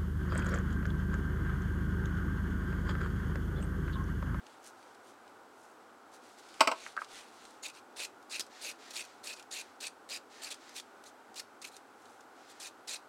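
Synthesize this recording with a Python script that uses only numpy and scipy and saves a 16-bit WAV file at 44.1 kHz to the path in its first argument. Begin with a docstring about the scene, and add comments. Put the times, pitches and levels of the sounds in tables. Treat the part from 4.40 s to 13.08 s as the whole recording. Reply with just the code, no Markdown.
"""Wire brush at a workbench

A tool is dropped on the bench, bounces twice, and a wire brush is picked up with hollow taps: decaying modes.
Its bristles scrape a rusty casting, held in a gloved hand, in short quick strokes: filtered random slips and pings.
Single wires snag and flick free as short noise bursts. Gloves and a sleeve rustle faintly between the strokes,
over a steady fan-like rush of filtered noise."""
import sys
import numpy as np
from scipy import signal
from scipy.fft import rfft, irfft, next_fast_len
from scipy.io import wavfile
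from scipy.ndimage import uniform_filter1d

SR = 44100
rng = np.random.default_rng(int(sys.argv[2]) if len(sys.argv) > 2 else 0)


def int16_out(signal):
    """Quantize to a 16-bit WAV file."""
    q = np.round(np.clip(np.atleast_2d(signal).T, -1, 1) * 32767)
    wavfile.write(sys.argv[1], SR, q.astype(np.int16))


N = 382788
T = np.arange(N) / SR  # time in seconds

# Brush strokes. Each row: start in seconds, length in seconds, attack in seconds, relative scrape level in dB,
# ring of the bristle tuft relative to that level in dB.
STROKES = [ (3.227, 0.041, .005, -43, 1.5), (3.265, 0.043, .006, -55, 6), (3.325, 0.071, .02, -56.5, 1),
           (3.559, 0.098, 0.011, -41.5, -0.5), (3.892, 0.094, 0.028, -42.5, 2.5),
           (4.207, 0.11, 0.011, -44, 2.5), (4.499, 0.024, 0.01, -49, -5), (4.528, 0.095, .02, -42.5, 0.5),
           (4.635, .028, .006, -59, -1), (4.831, 0.11, 0.0095, -44, 0.5), (4.95, .064, 0.011, -57, 1),
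           (5.107, 0.11, 0.0065, -44, 1), (5.402, 0.08, .004, -41.5, -1),
           (5.688, 0.088, 0.0051, -42.5, 1.5), (6.012, 0.079, .016, -46, -3), (6.102, 0.029, .004, -44, 0),
           (6.335, 0.067, 0.031, -44, -5), (6.65, 0.047, .008, -53.5, -25),
           (6.955, 0.041, 0.0045, -46.5, -16), (6.993, 0.012, 0.0019, -43, -15),
           (7.215, 0.022, 0.0026, -50.5, -10), (7.24, 0.017, .003, -46.5, 9.5),
           (7.258, 0.032, .004, -50.5, -11), (7.303, 0.071, 0.017, -59.5, -6),
           (8.074, 0.053, 0.018, -56.5, -19), (8.197, 0.093, 0.0035, -45.5, -3.5),
           (8.472, 0.095, .004, -42, -2.5), ]
# Spectral outline of rubber rubbing on metal. Each row: frequency in Hz, relative level in dB.
RUBBER = [(800, -7), (2000, 7), (4200, 7.5), (6000, 3), (9000, -0.5), (12000, -15), (15500, -24)]


def brush():
    """Stick-slip friction: many wire tips slip over rust in uneven bunches, and the bent tuft resonates."""
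    # Hiss of wire tips on rust. Each row: frequency in Hz, relative level in dB.
    scrape = [(200, -22.5), (550, -4.5), (1100, -12), (1800, -3.5), (3200, -6.5), (4100, 1.5), (5200, -3.5),
              (7000, -3.5), (9000, -5.5), (11000, -13), (15500, -22.5)]
    scraping, ringing = np.zeros(N), np.zeros(N)
    for start, length, attack, db, ring_db in STROKES:
        pressure, bend = stroke(length, attack)
        add(scraping, start, undb(db) * pressure)
        add(ringing, start, undb(db + ring_db) * pressure * bend)
    # single bunches and whole rows of wires catch and let go
    uneven = undb(1.6 * walk(300) + 1.0 * walk(90))
    slips = colour(grains(rate=10000, spread_db=2), scrape)
    wires = unit(colour(pings(rate=1100, spread_db=0.5, t60=0.015), scrape))
    # other wires touch from moment to moment
    hiss = wander(undb(-7.0) * slips + undb(-8.5) * wires, depth_db=2, rate=55)
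    tuft = resonate(grains(rate=5000, spread_db=3.0), 2576, 320)
    tuft = unit(resonate(tuft, 2480, 690))
    return uneven * (undb(-0.5) * scraping * hiss + undb(-3.5) * ringing * tuft)


def stroke(length, attack):
    """Friction follows contact force: the tips land, bear down hardest midway and lift off as the tuft bends."""
    arch_db, release_s = 5, 0.039  # drop of pressure at both ends; settling by 60 dB after lift-off
    peak_share, build_db = 0.71, 24.5  # share of the stroke at which the tuft rings most; its rise up to there
    t = T[:SR // 3]
    along = np.clip(t / length, 0, 1)
    lift = fade(np.maximum(t - length, 0), release_s)
    pressure = np.minimum(t / attack, 1) * undb(-arch_db * (2 * along - 1) ** 2) * lift
    bend = undb(-build_db * (along / peak_share - 1) ** 2)
    return pressure, bend


def pings(rate, spread_db, t60):
    """Free vibration: single wires spring back and ring for a few milliseconds, each at its own pitch."""
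    chance = rng.random((int(rate * N / SR), 4))  # columns: place, pitch, size, phase
    t = T[:SR // 80]
    hz = 2800 + 10000 * chance[:, 1:2] ** 1.3
    size = undb(-spread_db * np.log(chance[:, 2:3] * .98 + .02))
    wires = size * fade(t, t60) * np.sin(2 * np.pi * (hz * t + chance[:, 3:4]))
    where = (chance[:, :1] * N).astype(int) + np.arange(len(t))
    return unit(np.bincount(where.ravel(), wires.ravel(), minlength=N)[:N])


def chirps():
    """Common resonance: wires of like length catch on an edge and chatter briefly as narrow-band noise; the two
    low rows near 500 Hz are the casting's body humming."""
    # Singing groups of wires, and two low hums of the casting's body. Each row: middle in seconds, pitch in Hz,
    # relative level in dB, # length at half height in seconds.
    groups = [(3.243, 6750, -43, .024), (3.602, 550, -47.5, .026), (3.951, 4060, -45, 0.04),
              (4.01, 5060, -41, 0.022), (4.253, 6460, -45, 0.027), (4.254, 507, -52, .028),
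              (4.607, 8300, -52, 0.021), (5.129, 6700, -44.5, 0.019), (5.746, 4830, -44, 0.047),
              (6.05, 4570, -49, .034), (6.124, 3500, -47, .022), (6.385, 3400, -48, 0.029),
              (7.251, 4250, -43, 0.0064), (8.525, 4130, -46, 0.035), (8.528, 7500, -49, .027)]
    out = np.zeros(N)
    for middle, hz, db, length in groups:
        swell = np.hanning(int(2 * length * SR))
        width = 220 + 0.058 * hz
        chatter = resonate(rng.standard_normal(len(swell)), hz, width)
        chatter = resonate(chatter, hz, width)
        add(out, middle - length, undb(db - 2.0) * swell * unit(chatter))
    return out


def snags():
    """Impulsive release: tips tick as each stroke lands, caught wires flick free, grit ticks under the fingers."""
    # Wires that snag and flick free. Each row: time in seconds, relative level in dB.
    flicks = [(3.107, -43), (3.2827, -30.5), (3.2994, -36), (3.6526, -37), (3.8265, -45), (3.9957, -17),
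              (4.0024, -24), (4.0071, -20), (4.0657, -39.5), (4.3196, -38), (4.6506, -35), (4.996, -36),
              (5.026, -38), (6.143, -32), (6.2931, -37.5), (6.3988, -30), (6.639, -38), (6.9432, -39),
              (6.996, -25.5), (7.2504, -36), (7.3662, -32.5), (7.8072, -42)]
    # Ticks of grit and rubber under the fingers. Each row: time in seconds, relative level in dB.
    specks = [(0.0667, -43), (0.4276, -48.5), (0.5482, -48), (0.8779, -49), (1.2454, -58), (1.9794, -49),
              (2.0878, -43), (2.1415, -42), (2.566, -39), (2.6453, -38.5), (3.052, -39.5), (7.656, -46)]
    landing_db, soft_db_per_s = -2, 400  # landing tick over the stroke level; a slow attack softens it
    steel = [(25, -49), (200, -9.5), (1200, -8.5), (2600, -3.5), (5000, 1.5),
             (8000, -2.5), (11000, -8.5), (15500, -23)]  # (Hz, dB)
    landings = [(start + attack / 2, db + landing_db - soft_db_per_s * attack)
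                for start, _, attack, db, _ in STROKES]
    wires = ticks(flicks + landings, gain_db=-12, t60=0.023, shiver_db=-25.0, shiver_t60=0.16, outline=steel)
    grit = ticks(specks, gain_db=-9.0, t60=0.023, shiver_db=-18, shiver_t60=0.065, outline=RUBBER)
    return wires + grit


def ticks(rows, gain_db, t60, shiver_db, shiver_t60, outline):
    """Double decay: each release is a sharp noise burst with a weaker, longer shiver."""
    out, t = np.zeros(N), T[:SR // 10]
    decay = fade(t, t60) + undb(shiver_db) * fade(t, shiver_t60)
    for s, db in rows:
        add(out, s, undb(db + gain_db) * rng.standard_normal(len(t)) * decay)
    return colour(out, outline)


def knocks():
    """Modal excitation: every blow rings the same wooden top and steel tool, with a varying share of treble."""
    # The dropped tool grazes, lands and bounces. Each row: time in seconds, relative level in dB,
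    # further treble gain in dB.
    blows = [(2.196, -40.5, 2.5), (2.2063, -10, 2.5), (2.273, -14.5, -1), (2.3144, -22, -2)]
    # Modes of bench top and tool. Each row: frequency in Hz, relative level in dB, decay by 60 dB in seconds.
    bench_modes = [(303, -25, .12), (389, -25, 0.16), (532, -7, 0.088), (648, -5.5, .12), (680, -9.5, 0.11),
                   (858, -10, 0.13), (904, -6, 0.082), (1017, -14, .11), (1110, -14, 0.081),
                   (1284, -9.5, 0.1), (1392, -22, .12), (1550, -8, .04)]
    # Modes that sound chiefly in the tool, with the same columns.
    tool_modes = [(2040, 20, 0.035), (2160, -23, 0.17), (2790, 6, 0.08), (3010, 6, 0.063),
                  (3900, -12, 0.11), (4200, -29, 0.84), (4620, -19, 0.11), (4600, -19, 0.066),
                  (4940, 3, 0.12), (5400, 7, 0.054), (5860, -17, 0.14)]
    # Clatter of the blow. Each row: frequency in Hz, relative level in dB.
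    clatter = [(25, -52), (180, -28), (300, -3.5), (430, -14), (540, -2.5), (760, -8), (900, 3),
               (1200, 0.5), (1500, -5.5), (1780, -18), (2150, -7), (2850, -5), (3400, -19.5), (4000, -15),
               (5200, -14), (6700, -27), (7800, -15.5), (9500, -31.5), (15500, -40)]
    out, t = np.zeros(N), T[:SR // 2]
    bench, tool = ring(bench_modes, t), ring(tool_modes, t)
    split = signal.butter(3, 1750, fs=SR, output="sos")
    for s, db, treble_db in blows:
        dense = colour(rng.standard_normal(len(t)), clatter)  # the many modes too close to tell apart
        low = signal.sosfiltfilt(split, dense)
        body = undb(-5.5) * low * fade(t, 0.093) + undb(-4.5) * bench
        steel_decay = undb(-1.5) * fade(t, 0.041) + undb(-22.5) * fade(t, 0.17)
        steel = (dense - low) * steel_decay + undb(-9.5) * tool
        onset = 1 - fade(t, 0.0042)
        add(out, s, undb(db) * onset * (body + undb(treble_db) * steel))
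    return out


def ring(modes, t):
    """Modal superposition: decaying sines in random phase, their sum scaled to peak 1."""
    y = sum(undb(db) * fade(t, t60) * np.sin(2 * np.pi * (hz * t + rng.random())) for hz, db, t60 in modes)
    return y / np.abs(y).max()


def taps():
    """Damped oscillation: soft contacts ring for a few cycles, echo off the bench top and stir its wood."""
    # Hollow taps as the brush is picked up. Each row: time in seconds, relative level in dB, pitch in Hz,
    # time constant of the contact in seconds.
    contacts = [(2.4646, -28.5, 1760, 0.0002), (2.5669, -28.5, 1380, 0.00042),
                (2.5758, -22.5, 1450, .00055), (2.589, -33, 1530, 0.0008), (2.6174, -28.5, 1250, 0.00062),
                (2.6203, -38, 2110, 0.00023)]
    wood_outline = [(60, -26), (350, 0), (1300, 11), (2600, -5), (4000, -37), (12000, -32)]  # (Hz, dB)
    out, t = np.zeros(N), T[:SR // 10]
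    for s, db, hz, push in contacts:
        swell = (t / push) ** 2 * np.exp(-t / push)
        tap = undb(db) * swell * 2.0 * np.sin(2 * np.pi * hz * t)
        wood = colour(rng.standard_normal(len(t)) * fade(t, 0.08), wood_outline)
        add(out, s, tap + undb(db - 17.5) * wood)
        add(out, s + 0.00314, 0.4 * tap)  # echo
    return out


def handling():
    """Sliding friction: rubber rubs and crackles on metal; cloth swishes with each swing of the arm."""
    # Gloves rubbing on the casting. Each row: middle in seconds, length in seconds, relative level in dB,
    # fine crackle relative to that level in dB.
    gloves_rows = [(0.104, 0.18, -65.5, -12), (0.267, 0.072, -60, -1), (0.438, 0.23, -69, -8),
                   (0.688, 0.12, -69, -2), (1.238, .22, -77.5, 5), (1.748, 0.056, -66, 1),
                   (1.865, 0.15, -67, -7), (1.992, 0.021, -62.5, -4), (2.155, 0.45, -60.5, -13),
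                   (2.451, 0.18, -53, -31), (2.62, 0.068, -59.5, -6), (2.762, 0.15, -52.5, -13),
                   (2.87, 0.15, -69, -23), (3.027, 0.32, -62, -10.5), (7.694, 0.23, -69.5, -3.5)]
    # The sleeve as the arm swings. Each row: start in seconds, length in seconds, relative level in dB.
    sleeve_rows = [(4.094, .13, -54.5), (4.381, 0.11, -55), (4.6, 0.1, -61.5), (5.17, 0.026, -56),
                   (5.891, 0.2, -54.5), (6.197, 0.13, -58), (7.944, 0.26, -62.5)]
    # Outline of rustling cloth. Each row: frequency in Hz, relative level in dB.
    cloth = [(600, -35), (1800, 3.5), (2700, -2.5), (4200, -0.5), (7500, -6.5), (10000, -16), (15000, -29)]
    # Outline of the fine crackle. Each row: frequency in Hz, relative level in dB.
    crackle_outline = [(800, -25), (3000, -18), (6000, 4), (10000, 0.5), (13000, -11), (15500, -15)]
    rise_db, release_s = 2.5, 0.55  # the swish grows as the arm gathers speed, then decays at 60 dB per release_s
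    rubs, peeling = np.zeros(N), np.zeros(N)
    for middle, length, db, crackle_db in gloves_rows:
        add(rubs, middle - length, undb(db) * rub(length))
        add(peeling, middle - length, undb(db + crackle_db) * rub(length))
    swings, t = np.zeros(N), T[:SR // 2]
    for start, length, db in sleeve_rows:
        speed = np.minimum(t / length, 1)
        settle = fade(np.maximum(t - length, 0), release_s)
        add(swings, start, undb(db - rise_db * (1 - speed)) * (1 - fade(t, 0.15)) * settle)
    gloves = rubs * wander(colour(grains(rate=2500, spread_db=-0.5), RUBBER), depth_db=1.5, rate=21)
    crackle = peeling * colour(grains(rate=770, spread_db=2.5), crackle_outline)
    sleeve = swings * colour(grains(rate=20000, spread_db=3.0), cloth)
    return undb(0.5) * gloves + undb(3) * crackle + undb(-1.0) * sleeve


def rub(length):
    """Gaussian envelope: one rub, 11 dB down half a length from its middle, dies away over twice its length."""
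    return undb(-11 * np.linspace(-2, 2, int(2 * length * SR)) ** 2)


def workshop():
    """Broadband noise through resonances: a steady rush, slightly hollow, with a faint high whine."""
    # Outline of the rush. Each row: frequency in Hz, relative level in dB.
    rush_outline = [(25, -36), (60, -29), (105, -8.5), (150, -20.5), (250, 1.5), (400, -0.5), (620, -1),
                    (830, 2), (1100, -0.5), (1450, 1.5), (1750, -8.5), (2600, -15), (9000, -24),
                    (15500, -33)]
    # Broad resonances. Each row: frequency in Hz, width of each of two passes in Hz, relative level in dB.
    peaks = [(388, 320, -2.5), (790, 148, 0.8)]
    hollow = np.zeros(N)
    for hz, width, db in peaks:
        once = resonate(rng.standard_normal(N), hz, width)
        hollow += undb(db) * resonate(once, hz, width)
    waver = undb(.3 * walk(6))
    rush = colour(rng.standard_normal(N), rush_outline) * waver
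    whine = unit(resonate(rng.standard_normal(N), 7720, 90))
    return undb(-57.5) * rush + undb(-64) * unit(hollow) + undb(-85) * whine


def room(x, early_db, early_t60, late_db, late_t60):
    """Reverberation by convolution: quick reflections from the cluttered bench, then a weak dull tail."""
    t = T[:SR // 2]

    def reflections(t60):
        """Diffuse field: decaying noise of unit energy after a 3 ms gap."""
        return unit(rng.standard_normal(len(t)) * fade(t, t60) * (t > .003)) / np.sqrt(len(t))

    early = reflections(early_t60)
    late = colour(reflections(late_t60), [(200, 4), (2500, 1), (6000, -3.5), (14000, -29)])
    return x + signal.fftconvolve(x, undb(early_db) * early + undb(late_db) * late)[:N]


def undb(db):
    """Logarithmic level: decibels to amplitude gain."""
    return 10 ** (np.asarray(db) / 20)


def unit(x):
    """Normalisation: scale to rms 1."""
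    return x / np.sqrt(np.mean(x ** 2) + 1e-20)


def fade(t, t60):
    """Exponential decay by 60 dB in t60 seconds, at least 1 ms."""
    return np.exp(-np.log(1000) * t / max(t60, 1e-3))


def add(out, s, sound):
    """Linear superposition: mix a sound in at s seconds."""
    i = int(s * SR)
    out[max(i, 0):i + len(sound)] += sound[max(-i, 0):N - i]


def colour(x, points):
    """Minimum-phase filter with the given (Hz, dB) outline, at unit power gain."""
    hz, db = np.transpose(points)
    f = np.fft.rfftfreq(4096, 1 / SR)
    gain = unit(undb(np.interp(np.log(f + 1), np.log(hz), db)))
    cepstrum = irfft(np.log(gain))
    cepstrum[1:len(f) - 1] *= 2  # folding the cepstrum makes the filter causal
    cepstrum[len(f):] = 0
    return signal.fftconvolve(x, irfft(np.exp(rfft(cepstrum))))[:len(x)]


def resonate(x, hz, width):
    """Second-order resonance, gain 1 at its centre; width in Hz."""
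    return signal.lfilter(*signal.iirpeak(hz, hz / width, fs=SR), x)


def walk(rate):
    """Low-frequency modulation: smooth random wavering of rms 1, with about rate new values a second."""
    k = max(int(SR / rate), 2)
    steps = rng.standard_normal(N)[np.arange(N) // k]
    return unit(uniform_filter1d(steps, k))


def grains(rate, spread_db):
    """Shot noise: random tiny slips of either sign and varied size, rate a second on average."""
    happens = rng.random(N) < rate / SR
    sign = rng.choice([-1, 1], N)
    size = undb(spread_db * np.minimum(rng.exponential(size=N), 5))
    return unit(happens * sign * size)


def wander(x, depth_db, rate):
    """Independent band modulation: third-octave bands from 1 to 16 kHz swell and fade on their own."""
    size = next_fast_len(N)
    # all below 1 kHz goes with the lowest band, all above 16 kHz with the highest
    place = 3 * np.log2(np.clip(np.fft.rfftfreq(size, 1 / SR), 1000, 16000) / 1000)
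    spectrum = rfft(x, size)
    out = np.zeros(N)
    for k in range(int(place[-1]) + 1):
        band = irfft(spectrum * np.maximum(1 - np.abs(place - k), 0), size)[:N]
        out += band * undb(depth_db * walk(rate))
    return unit(out)


def scene():
    """Superposition: all the work at the bench with its reflections, over the steady rush."""
    work = brush() + chirps() + snags() + knocks() + taps() + handling()
    return (room(work, early_db=-13.5, early_t60=0.14, late_db=-26, late_t60=0.34) + workshop())[None]


def record(dry):
    """Band limitation: a steep elliptic low-pass cuts the top above 15.8 kHz."""
    return signal.sosfilt(signal.ellip(8, .2, 70, 15800, fs=SR, output="sos"), dry)


dry = scene()
out = record(dry)
int16_out(out)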